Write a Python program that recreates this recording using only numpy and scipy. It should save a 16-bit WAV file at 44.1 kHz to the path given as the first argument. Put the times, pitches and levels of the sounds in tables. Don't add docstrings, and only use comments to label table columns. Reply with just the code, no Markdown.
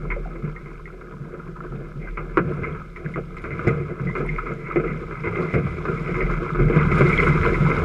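import sys
import numpy as np
from scipy import signal
from scipy.io import wavfile

SR = 44100
rng = np.random.default_rng(int(sys.argv[2]) if len(sys.argv) > 2 else 0)


def wav_record(signal):
    frames = np.transpose(np.atleast_2d(signal))
    bounded = np.clip(frames, -1, 1)
    quanta = np.round(bounded * 32767).astype(np.int16)
    wavfile.write(sys.argv[1], SR, quanta)


N = 345744


def amp(db):
    return 10 ** (np.asarray(db) / 20)


def rms_one(x):
    return x / np.sqrt(np.mean(x ** 2) + 1e-20)


def curves(rows):
    times, *columns = np.transpose(rows)
    return [np.interp(np.arange(N) / SR, times, column) for column in columns]


def drift(rate):
    step, settle = 40, 2000
    pole = np.exp(-2 * np.pi * rate * step / SR)
    noise = rng.standard_normal(N // step + settle + 2)
    slow = signal.lfilter([1], [1, -2 * pole, pole * pole], noise)[settle:]
    return np.interp(np.arange(N) / step, np.arange(len(slow)), rms_one(slow))


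def bandpass(low_hz, high_hz, order=2):
    return signal.butter(order, [low_hz, high_hz], "band", fs=SR, output="sos")


def band_noise(low_hz, high_hz, order=2):
    return rms_one(signal.sosfilt(bandpass(low_hz, high_hz, order), rng.standard_normal(N)))


def peaks_and_dips(table):
    sections = []
    for hz, width_hz, db in table:
        w, gain = 2 * np.pi * hz / SR, amp(db / 2)
        damp = np.sin(w) * width_hz / hz / 2
        zeros = [1 + damp * gain, -2 * np.cos(w), 1 - damp * gain]
        poles = [1 + damp / gain, -2 * np.cos(w), 1 - damp / gain]
        sections.append(np.array(zeros + poles) / poles[0])
    return np.array(sections)


def swell(t, attack_s, decay_s):
    return (1 - np.exp(-t / attack_s)) * amp(-60 * t / decay_s)


def span(start_s, samples):
    start = round(start_s * SR)
    end = min(N, start + samples)
    return slice(start, end), np.arange(end - start) / SR


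def wavering(hz, spread, rate):
    pitch_hz = hz * (1 + spread * drift(rate))
    return np.sqrt(2) * np.sin(2 * np.pi * np.cumsum(pitch_hz) / SR)


def add_plop(out, start_s, db, hz, decay_s, length_s, scatter, count):
    where, t = span(start_s, round(length_s * SR))
    for k, (detune, wait) in enumerate(rng.random((count, 2))):
        age = np.maximum(t - k * wait * .12 * decay_s, 0)
        envelope = amp(db - 4.5 * k) * swell(age, .00049, decay_s)
        pitch_hz = hz * (1 + scatter * (2 * detune - 1) * min(k, 1))
        out[where] += envelope * np.sin(2 * np.pi * pitch_hz * (age + .56 * age * age))


# (time [s], level [dB])
SWAY = [(0.0, -35), (0.13, -27.5), (0.48, -40.5), (1.44, -46.5), (1.53, -38), (1.94, -42), (2.12, -30.5),
        (2.36, -39.5), (3.75, -44), (3.8, -47), (4.34, -30.5), (4.65, -46), (4.78, -34.5), (5.46, -43.5),
        (6.2, -36), (6.24, -25), (6.4, -28), (6.46, -46), (6.62, -20), (6.79, -31), (7.64, -25.5),
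        (7.84, -34)]


def sway_and_rumble():
    (sway_db,) = curves(SWAY)
    sway = amp(sway_db + 1.65 * drift(5.2)) * wavering(hz=39, spread=.027, rate=8.6)
    rumble_db = -45 + .63 * (sway_db - sway_db.mean())
    return sway + amp(rumble_db) * band_noise(14, 40)


# (time [s], body level [dB], top against body [dB])
SPRAY_SHEETS = [(2.5294, -57, -12), (2.9607, -51, -20), (3.1164, -56, -9), (3.3677, -52, -15),
                (3.4181, -52, -12), (3.6706, -40, -13), (4.1739, -46, -15), (4.2634, -64, -5),
                (5.4094, -57, -10), (5.529, -42, -21), (5.9394, -54, -15), (6.3086, -54, -22),
                (6.9486, -40.5, -18), (6.9794, -33, -19), (7.0873, -47, -21), (7.2424, -50, -16),
                (7.447, -38, -25)]


def sheet_envelopes():
    envelopes = np.zeros((2, N))
    for start_s, db, top_db in SPRAY_SHEETS:
        where, t = span(start_s, SR // 3)
        envelopes[:, where] += amp([[db], [db + top_db]]) * swell(t, attack_s=.0081, decay_s=.07)
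    return envelopes


# (time [s], level [dB])
SPRAY_BED = [(0.0, -66), (1.09, -69.5), (2.68, -64), (2.82, -66.5), (3.38, -65), (3.62, -58.5), (3.95, -65),
             (4.11, -60), (4.3, -60.5), (4.72, -62), (5.17, -60.5), (5.43, -56), (5.79, -57), (6.07, -54),
             (6.6, -57), (7.12, -44.5), (7.44, -48), (7.84, -50)]
# (centre [Hz], width [Hz], gain [dB])
CASE_EQ = [(2970, 3800, -0.5), (4410, 1220, -9.5), (5100, 170, 2.5), (5840, 270, -8.5), (6820, 720, 2),
           (7500, 320, 1), (9400, 550, 0), (11700, 310, -0.5), (14000, 4000, -7)]


def spray(drops, splash):
    (bed_db,), (sheet_body, sheet_top) = curves(SPRAY_BED), sheet_envelopes()
    body = amp(bed_db) + splash + sheet_body
    top = amp(bed_db - 20) + .15 * splash + sheet_top
    out = 0
    for low_hz, high_hz, envelope in [(2510, 4870, body), (6770, 10800, top)]:
        hiss = band_noise(low_hz, high_hz)
        droplets = rms_one(signal.sosfilt(bandpass(low_hz, high_hz), drops))
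        flutter = amp(1.45 * drift(26))
        out = out + envelope * flutter * (hiss + amp(-6.5) * droplets)
    return signal.sosfilt(peaks_and_dips(CASE_EQ), out)


def stray_drops(count=50):
    when, height, softness = rng.random((count, 3)).T
    times, octaves = when * N / SR, 2 * height
    bed_db = np.interp(times, *np.transpose(SPRAY_BED))
    levels_db = bed_db + 1 - 5 * octaves - 8 * softness
    return list(zip(times, levels_db, 3000 * 2 ** octaves))


# (time [s], relative level [dB], pitch [Hz])
SPATTER = [(2.371, -56, 6160), (2.375, -50, 3060), (2.518, -58, 9090), (2.726, -52, 3190),
           (3.117, -59, 8910), (3.368, -56, 7580), (3.42, -57, 9130), (3.672, -46, 5200),
           (3.682, -44, 6800), (4.15, -54, 4180), (4.264, -49, 9090), (4.538, -51, 6890),
           (4.721, -55, 3830), (4.976, -54, 5500), (5.549, -50, 5250), (6.227, -52, 4900),
           (6.977, -48, 9300), (7.088, -46, 6160), (7.177, -26, 3220), (7.233, -33, 2950),
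           (7.243, -46, 8350), (7.286, -43, 7880), (7.447, -43, 4100), (7.457, -43, 3010)]


def spatter(ring_cycles=39.4):
    out = np.zeros(N)
    for start_s, db, hz in SPATTER + stray_drops():
        add_plop(out, start_s, db + 9, hz, ring_cycles / hz, length_s=.05, scatter=.061, count=2)
    return out


# (time [s], lower mode level [dB], upper mode against it [dB])
KNOCKS = [(0.009, -24.5, -16.5), (0.199, -43, -13), (0.428, -14, -26), (0.619, -40, -6), (1.121, -28, -15),
          (1.199, -29, -11), (1.359, -32, -15), (1.696, -24, -20), (1.751, -36, -21), (1.949, -20, -17),
          (2.189, -25.5, -7), (2.374, -16.5, -3), (2.449, -18, -11), (2.525, -21, -24), (2.589, -18, -24),
          (2.698, -29.5, 0), (3.049, -22, -3), (3.151, -24.5, 0), (3.254, -35, -8), (3.504, -22, -16),
          (3.681, -17, -20), (3.751, -24, -19), (4.001, -15.5, -5.5), (4.059, -21.5, -1), (4.19, -21.5, -9),
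          (4.277, -20, -24), (4.493, -23, -19), (4.61, -29, -17), (4.762, -16.5, -23), (4.9, -26, -9),
          (5.114, -47, -13), (5.235, -34, -2), (5.388, -20, -15), (5.547, -8, -7), (5.634, -28, 4),
          (5.785, -35, -12), (5.88, -25, 8), (6.095, -31, 1), (6.208, -22.5, 3.5), (6.284, -26, -1),
          (6.369, -24, 0), (6.518, -21, -6), (6.593, -11, -3), (6.649, -10, -3.5), (6.76, -8.5, -4),
          (6.839, -21, -4), (6.916, -20, 5), (7.005, -17, -15), (7.099, -26, 1), (7.28, -18, 5.5),
          (7.454, -32, -8), (7.604, -11.5, 1), (7.661, -25, -16), (7.772, -30.5, -13)]


def float_drum(lower_hz=146, upper_hz=167):
    wash_db = curves(WATER_FLOW)[1]
    envelopes = np.array([amp(wash_db - 5 + 1.5 * drift(14.2)) for _ in range(2)])
    for start_s, db, upper_db in KNOCKS:
        where, t = span(start_s, SR // 2)
        envelopes[:, where] += amp([[db], [db + upper_db]]) * swell(t, attack_s=.027, decay_s=.2)
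    lower, upper = envelopes
    buffeting = amp(-5.5) * (lower + upper) * band_noise(115, 200)
    lower_mode = lower * wavering(lower_hz, spread=.0415, rate=7.14)
    upper_mode = upper * wavering(upper_hz, spread=.0289, rate=7.9)
    return lower_mode + upper_mode + buffeting


# (time [s], relative level [dB], pitch [Hz], decay [s])
THUMPS = [(2.433, -35, 91.5, 0.23), (3.53, -27, 109, 0.27), (3.67, -7, 122, 0.24), (3.71, -28, 78.6, 0.44),
          (5.269, -23.5, 100, 0.38), (5.538, -11, 126, 0.23), (5.561, -19, 68.4, 0.45),
          (6.209, -38, 105, 0.25), (6.581, -24, 122, 0.31), (7.002, -7.5, 131, 0.4),
          (7.404, -13.5, 86.1, 0.19), (7.779, -14, 99, 0.26)]


def float_thumps():
    out = np.zeros(N)
    for start_s, db, hz, decay_s in THUMPS:
        add_plop(out, start_s, db - 4.5, hz, decay_s, length_s=.5, scatter=.2, count=2)
    return out


# (time [s], relative level [dB], pitch [Hz], decay [s])
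PLIPS = [(0.116, -15.5, 2110, 0.051), (0.164, -17.5, 552, 0.069), (0.256, -25.5, 730, 0.098),
         (0.354, -28, 496, 0.08), (0.562, -25, 2094, 0.079), (0.856, -25, 2100, 0.06),
         (1.605, -16, 1340, 0.027), (2.073, -24, 1555, 0.067), (2.374, -4, 349, 0.1),
         (2.373, -9, 1236, 0.05), (2.96, -26.5, 2060, 0.092), (3.061, -19, 1600, 0.022),
         (3.139, -21.5, 2116, 0.073), (3.368, -35, 1240, 0.1), (4.071, -21.5, 2004, 0.22),
         (4.153, -18.5, 1284, 0.085), (4.249, -24.5, 992, 0.063), (4.29, -12.5, 2100, 0.039),
         (4.385, -9.5, 1287, 0.069), (4.761, -12.5, 393, 0.12), (4.876, -16, 2196, 0.036),
         (4.924, -30, 2130, 0.097), (5.88, -22, 1364, 0.12), (5.9, -13, 400, 0.1),
         (6.207, -15.5, 2060, 0.08), (6.775, -16, 409, 0.1), (6.76, -24, 1350, 0.08),
         (7.128, -9, 2217, 0.11), (7.187, -11, 2090, 0.06), (7.229, -13, 1300, 0.061),
         (7.267, -11.5, 1360, 0.071)]


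def bubble_plips():
    out = np.zeros(N)
    for start_s, db, hz, decay_s in PLIPS:
        add_plop(out, start_s, db - 7.5, hz, decay_s, length_s=.25, scatter=.121, count=6)
    return out


def drop_texture(median_per_s=420, spread_db=4, ring_cycles=20, pitches=24):
    sizes = amp(spread_db * np.minimum(rng.exponential(1, N), 3.8)) * rng.choice([-1, 1], N)
    born = rng.random(N) < median_per_s * amp(5 * drift(9)) / SR
    pitch_index, out = rng.integers(0, pitches, N), 0
    for k, hz in enumerate(np.geomspace(300, 11000, pitches)):
        pole, w = amp(-60 * hz / ring_cycles / SR), 2 * np.pi * hz / SR
        strikes = sizes * born * (pitch_index == k) + 1e-18
        ring = signal.lfilter([0, np.sin(w)], [1, -2 * pole * np.cos(w), pole * pole], strikes)
        out = out + w * ring
    return out


# (time [s], patter level [dB], wash against patter [dB], fizz against patter [dB], base decay [s])
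SLAPS = [(0.103, -22.5, -11, 1.5, 0.17), (0.356, -29.5, -4, -23, 0.045), (0.438, -35, 3.5, -10, 0.28),
         (0.477, -35, -10, -16, 0.1), (0.658, -35.5, -6, -4, 0.07), (0.876, -34, -10, -4, 0.069),
         (1.013, -32, -15, -33, 0.043), (1.339, -34.5, 3.5, -21, 0.074), (1.392, -37, -6, -22, 0.13),
         (1.641, -36, 3.5, -13, 0.055), (2.073, -35.5, -14.5, -2, 0.12), (2.173, -21.5, -4, -3, 0.12),
         (2.372, -3, -2.5, -28, 0.1), (2.634, -25.5, -4.5, 0.5, 0.25), (2.748, -27.5, -6, -10, 0.1),
         (2.961, -32, -7, 2, 0.11), (3.046, -38.5, 6.5, 1, 0.3), (3.159, -17.5, -5.5, -23, 0.063),
         (3.177, -29, 14, -26, 0.067), (3.368, -34, -8, 3.5, 0.12), (3.44, -25, -0.5, -4, 0.2),
         (3.506, -32.5, -2, 6.5, 0.15), (3.593, -17.5, -1.5, -15, 0.041), (3.647, -32, 9, -17, 0.11),
         (3.67, -23, 12.5, -0.5, 0.19), (3.998, -22, -5, -26, 0.033), (4.048, -48, 5, -3, 0.3),
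         (4.153, -19.5, -1.5, -4.5, 0.21), (4.203, -28, 11.5, -11, 0.11), (4.383, -21.5, -24, -8, 0.12),
         (4.457, -26.5, -0.5, -6, 0.2), (4.508, -28, 4.5, -17, 0.14), (4.759, -20, 11, 0.5, 0.1),
         (4.799, -28, 9.5, -23, 0.11), (4.838, -24, 4.5, -22, 0.11), (5.11, -25.5, 0.5, -11, 0.11),
         (5.236, -26.5, -2.5, -2.5, 0.28), (5.272, -23, -6, 2, 0.041), (5.355, -25.5, 0.5, -3, 0.1),
         (5.382, -34.5, 15, -3, 0.2), (5.539, -19, 7.5, -1, 0.15), (5.581, -28, 0, -21, 0.11),
         (5.853, -16.5, -5, -33, 0.08), (5.881, -22.5, 3, -28, 0.11), (6.143, -25, 0, -2.5, 0.3),
         (6.206, -26.5, 7, 8, 0.14), (6.296, -29, 2.5, -13, 0.16), (6.548, -19.5, 2, -30, 0.095),
         (6.591, -22.5, 6.5, -6.5, 0.2), (6.699, -22.5, 10, -27, 0.1), (6.761, -15, 3.5, -30, 0.034),
         (6.81, -39, -16, -2, 0.072), (6.915, -18.5, 1, 0, 0.064), (6.978, -19.5, 5, -12, 0.19),
         (7.008, -8.5, 4, -12, 0.063), (7.097, -24, -2, 4, 0.19), (7.193, -18, -6, -15, 0.1),
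         (7.228, -19, 0, -2, 0.1), (7.267, -15, -3, -17, 0.18), (7.338, -31, -14, -2, 0.071),
         (7.432, -23, -2, 4.5, 0.071), (7.478, -27, 0, -15, 0.25), (7.543, -18.5, -8, 0, 0.08),
         (7.687, -30.5, 13, -18, 0.033), (7.74, -29.5, 6, -1, 0.1), (7.773, -24, 2, -2.5, 0.066)]


def slaps(rebound_s=.006, rebound_loss_db=7, spray_db=-43):
    blows, splashes = np.zeros((2, 4, N))
    decay_scale = np.array([[1.3], [.9], [.8], [.55]])
    for start_s, db, wash_db, fizz_db, decay_s in SLAPS:
        where, t = span(start_s, SR // 3)
        gains = amp(db + np.array([wash_db, 0, fizz_db, spray_db]))
        waits_s = np.cumsum(rebound_s * rng.uniform(.6, 1.4, 3))
        waits_s[0] = 0
        for k, wait_s in enumerate(waits_s):
            blows[:, where.start + round(wait_s * SR)] = amp(-1 - rebound_loss_db * k) * gains
        tail = swell(t, attack_s=.0026, decay_s=np.clip(decay_s * decay_scale, .01, .4))
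        splashes[:, where] += amp(-5) * gains[:, None] * tail
    return blows, splashes


# (centre [Hz], width [Hz], gain [dB])
SHELL_EQ = [(76.2, 4.5, 16), (105, 45, -0.5), (208, 67, 1), (282, 48, -3), (355.2, 60, 12),
            (452.6, 71, 9.5), (580, 190, -1), (886, 60, -10.5), (1005, 49, 5), (1267, 62, 5),
            (1340, 336, 8), (1600, 380, 2.5), (1857, 100, -10.5), (2067, 136, 7.5), (2180, 480, 4),
            (2457, 400, 7)]


def shell_filter(case_cut_hz=3000, hull_cut_hz=483):
    case = signal.butter(3, case_cut_hz, fs=SR, output="sos")
    hull = signal.butter(1, hull_cut_hz, fs=SR, output="sos")
    return np.vstack([peaks_and_dips(SHELL_EQ), case, hull])


# (time [s], surge [dB], wash [dB], patter [dB], fizz [dB])
WATER_FLOW = [(0.0, -60, -36.5, -44.5, -52), (0.92, -52, -47, -51, -62), (1.53, -54, -39.5, -45.5, -78),
              (2.03, -71, -44, -49, -56), (2.55, -33, -35.5, -39.5, -53), (2.93, -48.5, -43.5, -47, -52.5),
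              (3.41, -42, -42, -48.5, -57), (3.64, -32, -33, -34.5, -43), (3.86, -42, -33, -41, -44),
              (4.11, -46, -41.5, -44, -58), (4.26, -54, -37.5, -43.5, -43),
              (4.69, -54, -38.5, -39.5, -42.5), (5.06, -41.5, -35.5, -39.5, -46.5),
              (5.43, -49, -34, -33.5, -39.5), (5.65, -30, -35, -40.5, -44), (5.87, -43, -31, -36, -44),
              (6.09, -39.5, -30.5, -33, -38), (6.57, -43.5, -36.5, -37, -47),
              (6.81, -31.5, -25, -27.5, -36), (7.12, -31.5, -25, -26.5, -29), (7.47, -34, -25, -29, -32),
              (7.84, -25, -26.5, -29.5, -41.5)]
# (low edge [Hz], high edge [Hz], flutter [dB], drop share [0-1])
WATER_BANDS = [(56.4, 139, 2.5, 0.04), (165, 738, 2.5, 0.02), (798, 1637, 1.57, 0.43),
               (1846, 2226, 2.76, 0.25)]


def water_on_shell(drops, blows, splashes):
    shell, rush, shared_flutter = shell_filter(), rng.standard_normal(N), drift(10)
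    bands = zip(WATER_BANDS, curves(WATER_FLOW), [0, *blows], [0, *splashes])
    out = 0
    for (low_hz, high_hz, flutter_db, drop_share), flow_db, blow, splash in bands:
        path = np.vstack([bandpass(low_hz, high_hz), shell])
        unit_rush, unit_drops = [x / np.std(signal.sosfilt(path, x)) for x in (rush, drops)]
        ring_peak = np.abs(signal.sosfilt(path, signal.unit_impulse(4096))).max()
        texture = np.sqrt(1 - drop_share) * unit_rush + np.sqrt(drop_share) * unit_drops
        flow = amp(flow_db + flutter_db * (shared_flutter + drift(11.3)))
        out = out + signal.sosfilt(path, flow * texture + splash * unit_rush + blow / ring_peak)
    return out


def scene():
    drops, (blows, splashes) = drop_texture(), slaps()
    water = water_on_shell(drops, blows, splashes)
    highs = spray(drops, splashes[-1]) + spatter()
    lows = float_thumps() + float_drum() + sway_and_rumble()
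    return (water + bubble_plips() + highs + lows)[None]


def record(dry):
    hiss = amp(-70) * band_noise(2000, 6000, order=1)
    saturated = 1.235 * np.tanh((dry + hiss) / 1.19)
    high_cut = signal.ellip(12, .3, 60, 15070, fs=SR, output="sos")
    return signal.sosfilt(high_cut, saturated)


dry = scene()
out = record(dry)
wav_record(out)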